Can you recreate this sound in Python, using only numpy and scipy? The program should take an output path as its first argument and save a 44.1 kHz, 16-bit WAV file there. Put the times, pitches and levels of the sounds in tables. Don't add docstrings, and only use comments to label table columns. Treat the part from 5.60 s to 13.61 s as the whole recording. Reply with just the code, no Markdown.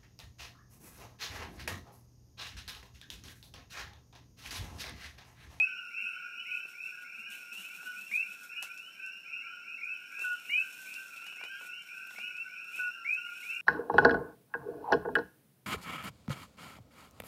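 import sys
import numpy as np
from scipy import signal
from scipy.fft import rfft, irfft
from scipy.io import wavfile
from scipy.ndimage import uniform_filter1d

SR = 44100
rng = np.random.default_rng(int(sys.argv[2]) if len(sys.argv) > 2 else 0)


def materialize(psi):
    bounded = np.clip(np.atleast_2d(psi).T, -1, 1)
    quanta = np.round(bounded * 32767).astype(np.int16)
    wavfile.write(sys.argv[1], SR, quanta)


def volts_from_decibels(level):
    exponent = np.asarray(level, float) / 20
    return 10 ** exponent


N = 353266

LEAD_S = .259

# start_s, level_db, top_pitch_hz, echo_db, low_note_db
NEAR_CALLS = [
    (-.08, -26.5, 2936, -15, -45),
    (2.514, -34, 3066, -5.5, -46),
    (4.896, -28.5, 2986, -10, -33.5),
    (7.447, -33.5, 2994, -0.5, -35),
]


def evened(x):
    return x / np.sqrt(np.mean(x ** 2) + 1e-20)


def curve(rows):
    s, *columns = np.transpose(rows)
    return [np.interp(np.arange(N) / SR, s, c) for c in columns]


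def coloured(x, points):
    hz = np.fft.rfftfreq(len(x), 1 / SR)
    f, level_db = np.transpose(points)
    gain = volts_from_decibels(np.interp(np.log(hz + 1), np.log(f), level_db))
    return irfft(rfft(x) * gain, len(x))


def add(mix, s, sound):
    at = round(s * SR)
    sound = sound[max(-at, 0):]
    part = mix[max(at, 0):][:len(sound)]
    part += sound[:len(part)]


def whistle(hz, swell, overtones):
    turn = 2 * np.pi * (np.cumsum(hz) / SR + rng.random())
    faint = sum(volts_from_decibels(db) * np.sin(k * turn) for k, db in overtones)
    return np.sqrt(2) * swell * (np.sin(turn) + faint)


def rising(db, top_hz, rise_hz, scoop_hz=60, slowing=.072, length=0.15, overtones=((3, -48),)):
    t = np.arange(0, length, 1 / SR)
    hz = top_hz - rise_hz * np.exp(-t / slowing) - scoop_hz * np.exp(-t / .003)
    swell = np.interp(t / length, [0, .05, .3, .8, 1], [0.37, 0.65, 1.2, 1.0, 0.041])
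    return volts_from_decibels(db) * whistle(hz, swell, overtones)


def level(db, hz, sag=270, length=0.12, overtones=((2, -48),)):
    t = np.arange(0, length, 1 / SR)
    swell = np.interp(t / t[-1], [0, .1, .3, .85, 1], [0.27, 1.21, 0.95, 0.85, 0.18])
    return volts_from_decibels(db) * whistle(hz + 30 * np.exp(-t / 0.013) - sag * t, swell, overtones)


def grown(note, growth_db, span=(0, .65)):
    return note * volts_from_decibels(np.interp(np.linspace(0, 1, len(note)), span, [-growth_db, 0]))


def shrubs(x, t60, start):
    at = np.arange(round(start * SR), SR // 2, 22)
    sign = rng.choice([-1., 1.], len(at))
    taps = np.zeros(SR // 2 + 22)
    taps[at + rng.integers(0, 22, len(at))] = sign * volts_from_decibels(-60 * at / SR / t60)
    return signal.oaconvolve(x, taps / np.linalg.norm(taps))[:N]


def among_leaves(notes, direct_db, near_db, tail_db, count=4):
    direct, scattered = np.zeros(N), np.zeros((count, N))
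    for k, (s, db, note) in enumerate(notes):
        nearness_db = np.clip(db + 43, 0, 9)
        add(direct, s, volts_from_decibels(direct_db) * note)
        add(scattered[k % count], s, volts_from_decibels(-nearness_db) * note)
    near_leaves = sum(shrubs(bush, .12, .001) for bush in scattered)
    far_leaves = shrubs(scattered.sum(0), 0.49, .02)
    return direct + volts_from_decibels(near_db) * near_leaves + volts_from_decibels(tail_db) * far_leaves


def night_air():
    # pitch_hz, level_db (per Hz)
    air_colour = [(30, -51), (70, -18), (140, 4.5), (220, 5), (400, 1), (1200, -5.5), (1780, 0),
                  (2050, -4.5), (3300, -24), (4000, -5), (4800, -9.5), (7500, -12.5), (10000, -46),
                  (15300, -9)]
    return volts_from_decibels(-68.5) * evened(coloured(rng.standard_normal(N), air_colour))


def crickets(count=9):
    out, t = np.zeros(N), np.arange(900) / SR
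    for place in np.linspace(-1, 1, count):
        clicks = rng.random(N) < 70 / SR
        swell = np.exp(-t / 0.0083) * (1 - np.exp(-t / 0.00026))
        ring = np.sin(2 * np.pi * (5480 + 190 * place) * t) * swell
        out += volts_from_decibels(-5 * place ** 2) * signal.oaconvolve(clicks, ring)[:N]
    return volts_from_decibels(-66) * evened(out)


def far_chorus(count=420):
    # start_s, level_db
    far_effort = [(0, -40), (.13, -47), (.67, -46), (.91, -42), (1.05, -50.5), (1.61, -47), (2.3, -52),
                  (2.59, -44.5), (2.74, -51), (3.9, -48), (4.3, -48), (4.84, -45.5), (5.15, -51),
                  (6.1, -46.5), (6.69, -50), (7.09, -48), (7.4, -48), (8.3, -44.5)]
    # pitch_hz, level_db
    high_colour = [(1900, -35.5), (2150, -13), (2350, -7), (2550, -4.5), (2800, -6.5), (2950, -14),
                   (3100, -11.5), (3300, -27)]
    # pitch_hz, level_db
    low_colour = [(1200, -38), (1330, -9.5), (1450, -5), (1580, -12), (1660, -17), (1750, -45)]
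    high, low = np.zeros((2, N))
    for when, pitch, size, other in rng.random((count, 4)):
        high_note = rising(-8 * size, 2500 + 640 * pitch, 450.3, overtones=[])
        low_note = level(-8 * size, 1340 + 280 * other, sag=800 * pitch - 200, overtones=[])
        add(high, 8.3 * when - .2, high_note)
        add(low, (8.3 * when + other) % 8.3 - .2, low_note)
    high_db = curve(far_effort)[0]
    low_db = curve([(s - LEAD_S, db - 4.5) for s, db in far_effort])[0]
    direct = volts_from_decibels(-6)
    high = evened(coloured(direct * high + shrubs(high, 0.38, 0.001972), high_colour))
    low = evened(coloured(direct * low + shrubs(low, 0.79, 0.001968), low_colour))
    return volts_from_decibels(high_db - 3.5) * high + volts_from_decibels(low_db - 3) * low


def shrub_frogs():
    # high_start_s, high_level_db, top_pitch_hz, low_level_db
    whole_calls = [(.303, -44.5, 2890, -46.5), (.365, -49.5, 2767, -58), (.717, -56, 2853, -51.5),
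                   (.858, -49, 2744, -50), (1.135, -45, 2776, -52.5), (1.498, -49.5, 2877, -58),
                   (1.584, -55, 3080, -60), (1.626, -50.5, 2777, -56), (1.884, -51.5, 2915, -60),
                   (2.08, -53.5, 2712, -54.5), (2.919, -46.5, 2780, -55), (3.063, -48.5, 2762, -57),
                   (3.344, -50, 2836, -56), (3.646, -45.5, 2909, -46), (3.68, -46, 2777, -80),
                   (4.178, -42, 2739, -49.5), (4.512, -43.5, 2812, -55.5), (5.252, -47, 2860, -55),
                   (5.256, -53.5, 2706, -57), (5.62, -58, 2948, -52), (6.88, -55, 2763, -56),
                   (6.275, -49, 2772, -53.5), (6.369, -53.5, 2794, -73), (6.545, -47.5, 3015, -66),
                   (6.555, -41, 2730, -60), (6.95, -49, 2813, -55), (7.105, -45.5, 2857, -57),
                   (7.545, -48, 2972, -57), (7.825, -49, 2732, -48.5), (7.895, -47, 2715, -62)]
    # start_s, level_db, top_pitch_hz
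    lone_high = [(0.062, -48, 2950), (.109, -51.5, 2830), (.305, -45.5, 2790), (0.72, -57, 2812),
                 (.864, -47.5, 2692), (1.441, -51, 2660), (0.92, -48, 2760), (1.251, -50, 2773),
                 (2, -51, 2826), (2.331, -50, 2800), (6.872, -52, 2720), (2.608, -46.5, 2750),
                 (2.886, -48.5, 3020), (3.41, -46.5, 2887), (3.669, -58, 2674), (3.8, -51, 2650),
                 (4.033, -50, 2760), (4.045, -51, 2840), (4.206, -35, 2720), (4.558, -50, 2800),
                 (7.658, -52.5, 2676), (5.497, -50.5, 2830), (5.77, -54, 3140), (5.768, -49, 2670),
                 (4.27, -58, 2680), (6.044, -47, 2910), (6.69, -46, 2800), (7.22, -49.5, 2900),
                 (7.154, -45, 2850), (7.85, -46, 2900)]
    # start_s, level_db, pitch_hz
    lone_low = [(0.62, -59, 1600), (.56, -47.5, 1460), (1.67, -54.5, 1601), (2, -64, 1600),
                (2.287, -51.5, 1480), (2.93, -61, 1707), (1, -62, 1546), (3.827, -53.5, 1368),
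                (4.36, -56.5, 1507), (4.532, -51, 1617), (4.972, -52.5, 1573), (5.177, -54, 1544),
                (6.341, -48.5, 1525), (6.959, -60, 1488), (7.35, -52.5, 1390), (7.683, -57, 1582),
                (7.62, -49.5, 1430), (.14, -53.5, 1520), (.92, -57, 1420), (1.34, -57, 1600),
                (3.4, -60, 1600), (6, -56, 1390), (6.4, -56.5, 1570), (6.85, -54, 1500)]
    # start_s, level_db, top_pitch_hz
    small_males = [
        (0.8, -55.5, 3130),
        (0.898, -57, 3143),
        (1.916, -53.5, 3110),
        (2.2, -57.5, 3120),
        (3.185, -53.5, 3175),
        (4.68, -62, 3080),
        (6.09, -67, 3050),
        (6.09, -55.5, 3174),
        (7.299, -67, 3000),
    ]
    rise_hz = 558.9
    high = [(s, db, grown(rising(db, top_hz, rise_hz), 1)) for s, db, top_hz, *_ in whole_calls + lone_high]
    high += [(s, db, rising(db, top_hz, rise_hz, length=.13)) for s, db, top_hz in small_males]
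    lows = [(s - LEAD_S, db, .528 * top_hz) for s, _, top_hz, db in whole_calls]
    lows += [(s - LEAD_S, db, 1478) for s, *_, db in NEAR_CALLS]
    low = [(s, db, level(db, hz, sag=rng.uniform(80, 320))) for s, db, hz in lone_low + lows]
    high = among_leaves(high, direct_db=-9.5, near_db=0, tail_db=-5)
    return high + among_leaves(low, direct_db=-.5, near_db=-4.5, tail_db=-10)


def swelling_frogs():
    # start_s, final_level_db, top_pitch_hz, length_s, growth_db
    hidden_notes = [
        (0.383, -37.5, 2843, 0.14, 13),
        (0.692, -52.5, 3130, .14, 4),
        (.855, -33.5, 2842, 0.126, 14),
        (4.83, -43, 3150, .14, 16),
        (5.567, -57.5, 3074, 0.17, 4),
        (7.824, -36, 2928, 0.16, 8),
    ]
    notes = []
    for s, db, top_hz, length, growth_db in hidden_notes:
        note = rising(db, top_hz, rise_hz=802, length=length)
        notes.append((s, db, grown(note, growth_db, span=(.38, .5))))
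    return among_leaves(notes, direct_db=-4.5, near_db=2, tail_db=-3.5)


def reedy_frog():
    # start_s, level_db, pitch_hz
    reedy_note = (5.89, -44, 1550)
    s, db, hz = reedy_note
    out = np.zeros(N)
    note = level(db, hz, sag=-600, length=0.11, overtones=[(2, -14), (3, -30)])
    add(out, s, grown(note, 9.5, span=(0, .35)))
    return out + volts_from_decibels(-7) * shrubs(out, .15, 0.00401)


def rubbing():
    # peak_s, level_db, rise_s, fall_s
    rubs = [(.45, -69, 0.17, 0.17), (.98, -64, 0.196, 0.069), (1.09, -61.5, .04, 0.13),
            (1.25, -62, 0.049, 0.19), (1.43, -63.5, 0.049, 0.042), (1.61, -64.5, .13, 0.053),
            (1.72, -54, .03, 0.19), (1.93, -55.5, 0.0086, 0.13), (2.0, -54.5, 0.071, 0.22),
            (2.16, -57, .06, 0.075), (2.27, -55, .08, 0.035), (2.4, -59, 0.35, .4),
            (2.56, -52, 0.08, 0.062), (2.74, -58.5, 0.13, 0.025), (2.85, -57, 0.14, 0.07),
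            (3.031, -51.5, 0.009, 0.054), (3.17, -67, 0.99, 0.57), (4.55, -67, 0.33, 0.11),
            (4.62, -55, 0.05, 0.24), (4.86, -61, 0.11, 0.74), (5.26, -56.5, 0.63, 0.78),
            (5.7, -77, 0.43, 0.66), (6.069, -57, 0.13, 0.054), (6.29, -65.5, 0.2, 0.059),
            (6.38, -63, 0.096, 0.15), (6.54, -58, 0.11, 0.2), (6.85, -71, .6, 0.96),
            (7.169, -55, 0.1, 0.15), (7.54, -61.5, 0.076, 0.031), (7.85, -57, 0.28, 0.29)]
    t = np.arange(N) / SR
    power = volts_from_decibels(-73.5) ** 2
    for s, db, rise, fall in rubs:
        away = np.maximum((s - t) / rise, (t - s) / fall)
        power = power + volts_from_decibels(db - 15.5 * away) ** 2
    clumps = coloured(rng.standard_normal(N), [(7, -30), (30, 0), (60, -30), (500, -90)])
    return np.sqrt(power) * volts_from_decibels(0.87 * evened(clumps))


def rustle():
    # pitch_hz, level_db (per Hz)
    straw_colour = [(50, -42), (200, -7), (1000, -7.5), (3300, -0.5), (4100, -2.5), (4800, -9.5),
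                    (6200, -3), (8600, -1.5), (10200, -6.5), (14200, -3), (15500, -8)]
    size = volts_from_decibels(4.8 * np.minimum(rng.exponential(1, N), 4))
    grains = size * (rng.random(N) < 900 / SR) * rng.standard_normal(N)
    rub = rng.standard_normal(N) + 0.44 * evened(grains)
    return volts_from_decibels(2.0) * rubbing() * evened(coloured(rub, straw_colour))


def ticks():
    # start_s, level_db
    stalks = [(0.6748, -52), (1.0943, -50), (1.226, -52), (1.5348, -56), (1.5912, -52), (1.71, -46),
              (1.924, -47), (2.6892, -48), (3.3432, -52), (4.4222, -47), (5.4055, -44), (6.0176, -46),
              (6.2651, -51), (6.3323, -51), (6.8916, -53), (7.1166, -46), (7.61, -52)]
    out, t = np.zeros(N), np.arange(200) / SR
    for s, db in stalks:
        click = np.diff(rng.standard_normal(len(t)) * np.exp(-t / .0006))
        add(out, s, volts_from_decibels(db - 1.5) * click / abs(click).max())
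    return out


def snaps():
    # start_s, level_db, body_db (near 4 kHz)
    straw_snaps = [(1.703, -41, -19), (2.835, -42, -26), (3.0263, -27.5, -10.5), (3.177, -41.5, -9),
                   (3.463, -43, -26), (4.247, -49, -33), (4.521, -45, -24), (4.5943, -41, -13),
                   (4.6227, -38, -28), (5.127, -39, -26), (5.2175, -38, -33), (5.341, -37, -9),
                   (5.482, -41, -17), (4.73, -42, -26), (5.5616, -43.5, 1), (5.6664, -38, -10),
                   (5.7614, -44, -26), (5.839, -42, -4), (6.2222, -46, -32), (6.587, -43.5, -1.5),
                   (6.769, -45, -8), (7.1591, -42, -29), (7.5386, -46, -16), (7.6859, -58, -14),
                   (7.9503, -40, -32)]
    out, t = np.zeros(N), np.arange(3000) / SR
    fade = 1 - (t / t[-1]) ** 2
    for s, db, body_db in straw_snaps:
        burst = rng.standard_normal(len(t)) * (np.exp(-t / 0.00053) + 0.16 * np.exp(-t / 0.039))
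        colour = [(400, body_db - 30), (1200, body_db + 7.5), (4000, body_db + 13.0),
                  (6500, 4.0), (12000, -4.0), (15000, -11)]
        add(out, s, volts_from_decibels(db - 2.5) * fade * coloured(burst, colour))
    return out


def knocks():
    # start_s, blow_db, wood_pitch_hz
    claw_blows = [(.004, -56, 800), (1.054, -55, 536), (2.227, -57, 665), (3.025, -45.5, 1200),
                  (3.029, -45, 1110), (4.586, -53, 770), (4.621, -51, 870), (5.561, -65, 371),
                  (5.622, -53.5, 1070), (5.665, -48, 1110), (5.725, -51, 1090), (5.768, -54, 953),
                  (5.813, -46.5, 826), (5.837, -43, 790), (6.012, -51, 600), (6.236, -57, 1150),
                  (6.508, -49, 1210), (6.548, -53.5, 910), (6.586, -43.5, 960), (7.189, -53, 600),
                  (2.383, -60, 1100), (2.41, -59, 1000), (4.595, -51, 860), (5.8, -56, 1000),
                  (5.85, -52, 800), (6.025, -56, 600), (6.048, -54, 1102), (6.691, -62, 560)]
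    out, t = np.zeros(N), np.arange(3000) / SR
    fade = 1 - (t / t[-1]) ** 2
    for s, db, hz in claw_blows:
        blow = rng.standard_normal(len(t)) * (np.exp(-t / 0.0015) + 0.22 * np.exp(-t / 0.033))
        blow[0] = 4
        b, a = signal.butter(N=2, Wn=[0.5 * hz, 2.56 * hz], btype="band", fs=SR)
        wood = signal.lfilter(b, a, blow)
        add(out, s, volts_from_decibels(db + 7) * fade * wood / abs(wood).max())
    out[:len(t)] += volts_from_decibels(-42.5) * np.sin(2 * np.pi * 817 * t) * np.exp(-t / 0.0082)
    return out


def hen_mutters():
    # time_s, level_db, pitch_hz
    mutters = [(0.429, -62.5, 220), (0.481, -83, 323), (1.584, -61.5, 221), (1.689, -64, 209),
               (1.921, -65, 218), (1.986, -60.5, 187), (2.174, -65, 172), (2.248, -65, 244),
               (2.371, -64, 201), (2.412, -65, 200), (2.517, -60, 206), (2.688, -63, 193),
               (2.802, -69, 236), (4.881, -66.5, 243), (5.166, -71, 292), (6.579, -64, 208),
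               (6.629, -67, 215.2)]
    out, t = np.zeros(N), np.arange(0, .055, 1 / SR)
    swell = np.sin(np.pi * (t / t[-1]) ** 0.9) ** 2
    for s, db, hz in mutters:
        turn = 2 * np.pi * np.cumsum(hz * (1.1 - 3 * t)) / SR
        voice = np.sin(turn) + 0.076 * np.sin(2 * turn) + 0.13 * np.sin(3 * turn)
        add(out, s - .012, volts_from_decibels(db + 1.0) * swell * voice)
    return out


def hen_wheeze():
    # time_s, pitch_hz, level_db, flutter (0-1)
    breath = [
        (.17, 8050, -94, 0),
        (.21, 8650, -89, 0),
        (.245, 9200, -79, 0),
        (.28, 9480, -78, 0),
        (.35, 9450, -86, 0),
        (.37, 9700, -90, 0.1),
        (.4, 9880, -80, .3),
              (.44, 9500, -75.5, .7),
        (.5, 9100, -72.5, .5),
        (.55, 8750, -75, .3),
        (.585, 8250, -82, 0),
        (.66, 7960, -87, 0),
        (.715, 8150, -86, 0),
        (.745, 7940, -84.5, 0),
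        (.77, 7650, -88, 0),
        (.79, 7600, -95, 0),
    ]
    # time_s, flutter_hz
    flutter_speed = [
        (.42, 470),
        (.56, 200),
    ]
    hz, level_db, flutter = curve(breath)
    flutter_turn = 2 * np.pi * np.cumsum(curve(flutter_speed)[0]) / SR
    turn = 2 * np.pi * np.cumsum(hz) / SR + 2.1 * flutter * np.sin(flutter_turn)
    return np.sqrt(2) * volts_from_decibels(level_db) * (level_db > -91) * np.sin(turn)


def near_frog():
    # length_s, growth_db, echo_delay_s, level_steps_after_s, step_db
    note_shapes = [
        (0.18, -3.5, 0.012, 0.1205, -12.5),
        (0.13, -1, .011, .12, 1),
        (.14, 6, 0.011, .1, -2.5),
        (0.154, 2.5, .013, 0.08, -7),
    ]
    out = np.zeros(N)
    for call, shape in zip(NEAR_CALLS, note_shapes):
        s, db, top_hz, echo_db, _ = call
        length, growth_db, echo_s, step_s, step_db = shape
        note = rising(db, top_hz, rise_hz=830, scoop_hz=253, slowing=.13, length=length,
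                      overtones=[(3, -43.5), (4, -58)])
        after_step = np.arange(len(note)) / SR - step_s
        note = grown(note, growth_db) * volts_from_decibels(np.interp(after_step, [0, .008], [0, step_db]))
        note = note + volts_from_decibels(-15.5) * shrubs(note, 0.029, 0.002)[:len(note)]
        add(out, s, note)
        add(out, s + echo_s, volts_from_decibels(echo_db) * note)
    return out + volts_from_decibels(-9.5) * shrubs(out, 0.33, .015)


def scene():
    background = night_air() + crickets() + far_chorus()
    frogs = shrub_frogs() + swelling_frogs() + reedy_frog() + near_frog()
    roost = rustle() + ticks() + snaps() + knocks() + hen_mutters() + hen_wheeze()
    return (background + frogs + roost)[None]


def unmasked(x, below_db=16.5, up_db=63, down_db=110):
    hz, t, z = signal.stft(x, SR, "cosine", nperseg=2048, noverlap=1024)
    power = (abs(z[:1024]) ** 2).reshape(256, 4, -1).mean(1)
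    bands_db = 10 * np.log10(power + 1e-20)
    octaves = np.log2(hz[2:1024:4, None] / hz[2:1024:4])
    reach_db = np.where(octaves > 0, up_db * octaves, -down_db * octaves)
    hidden_db = (bands_db[None] - reach_db[:, :, None]).max(1) - below_db
    lasting_db = uniform_filter1d(bands_db, size=3)[64:176]
    hidden_db[64:176][lasting_db < np.percentile(lasting_db, 1.5)] = 0
    z[:1024] *= np.repeat(bands_db > hidden_db, 4, axis=0)
    return signal.istft(z, SR, "cosine", nperseg=2048, noverlap=1024)[1][:N]


def band_limit(x):
    return signal.sosfilt(signal.butter(12, 15890, fs=SR, output="sos"), x)


def record(dry):
    # pitch_hz, level_db
    mic_colour = [(20, -4), (130, -1.5), (200, 0), (15250, 0), (15420, -60)]
    heard = coloured(np.pad(dry[0], (0, SR // 4)), mic_colour)[:N]
    return band_limit(unmasked(heard)[None])


dry = scene()
out = record(dry)
materialize(out)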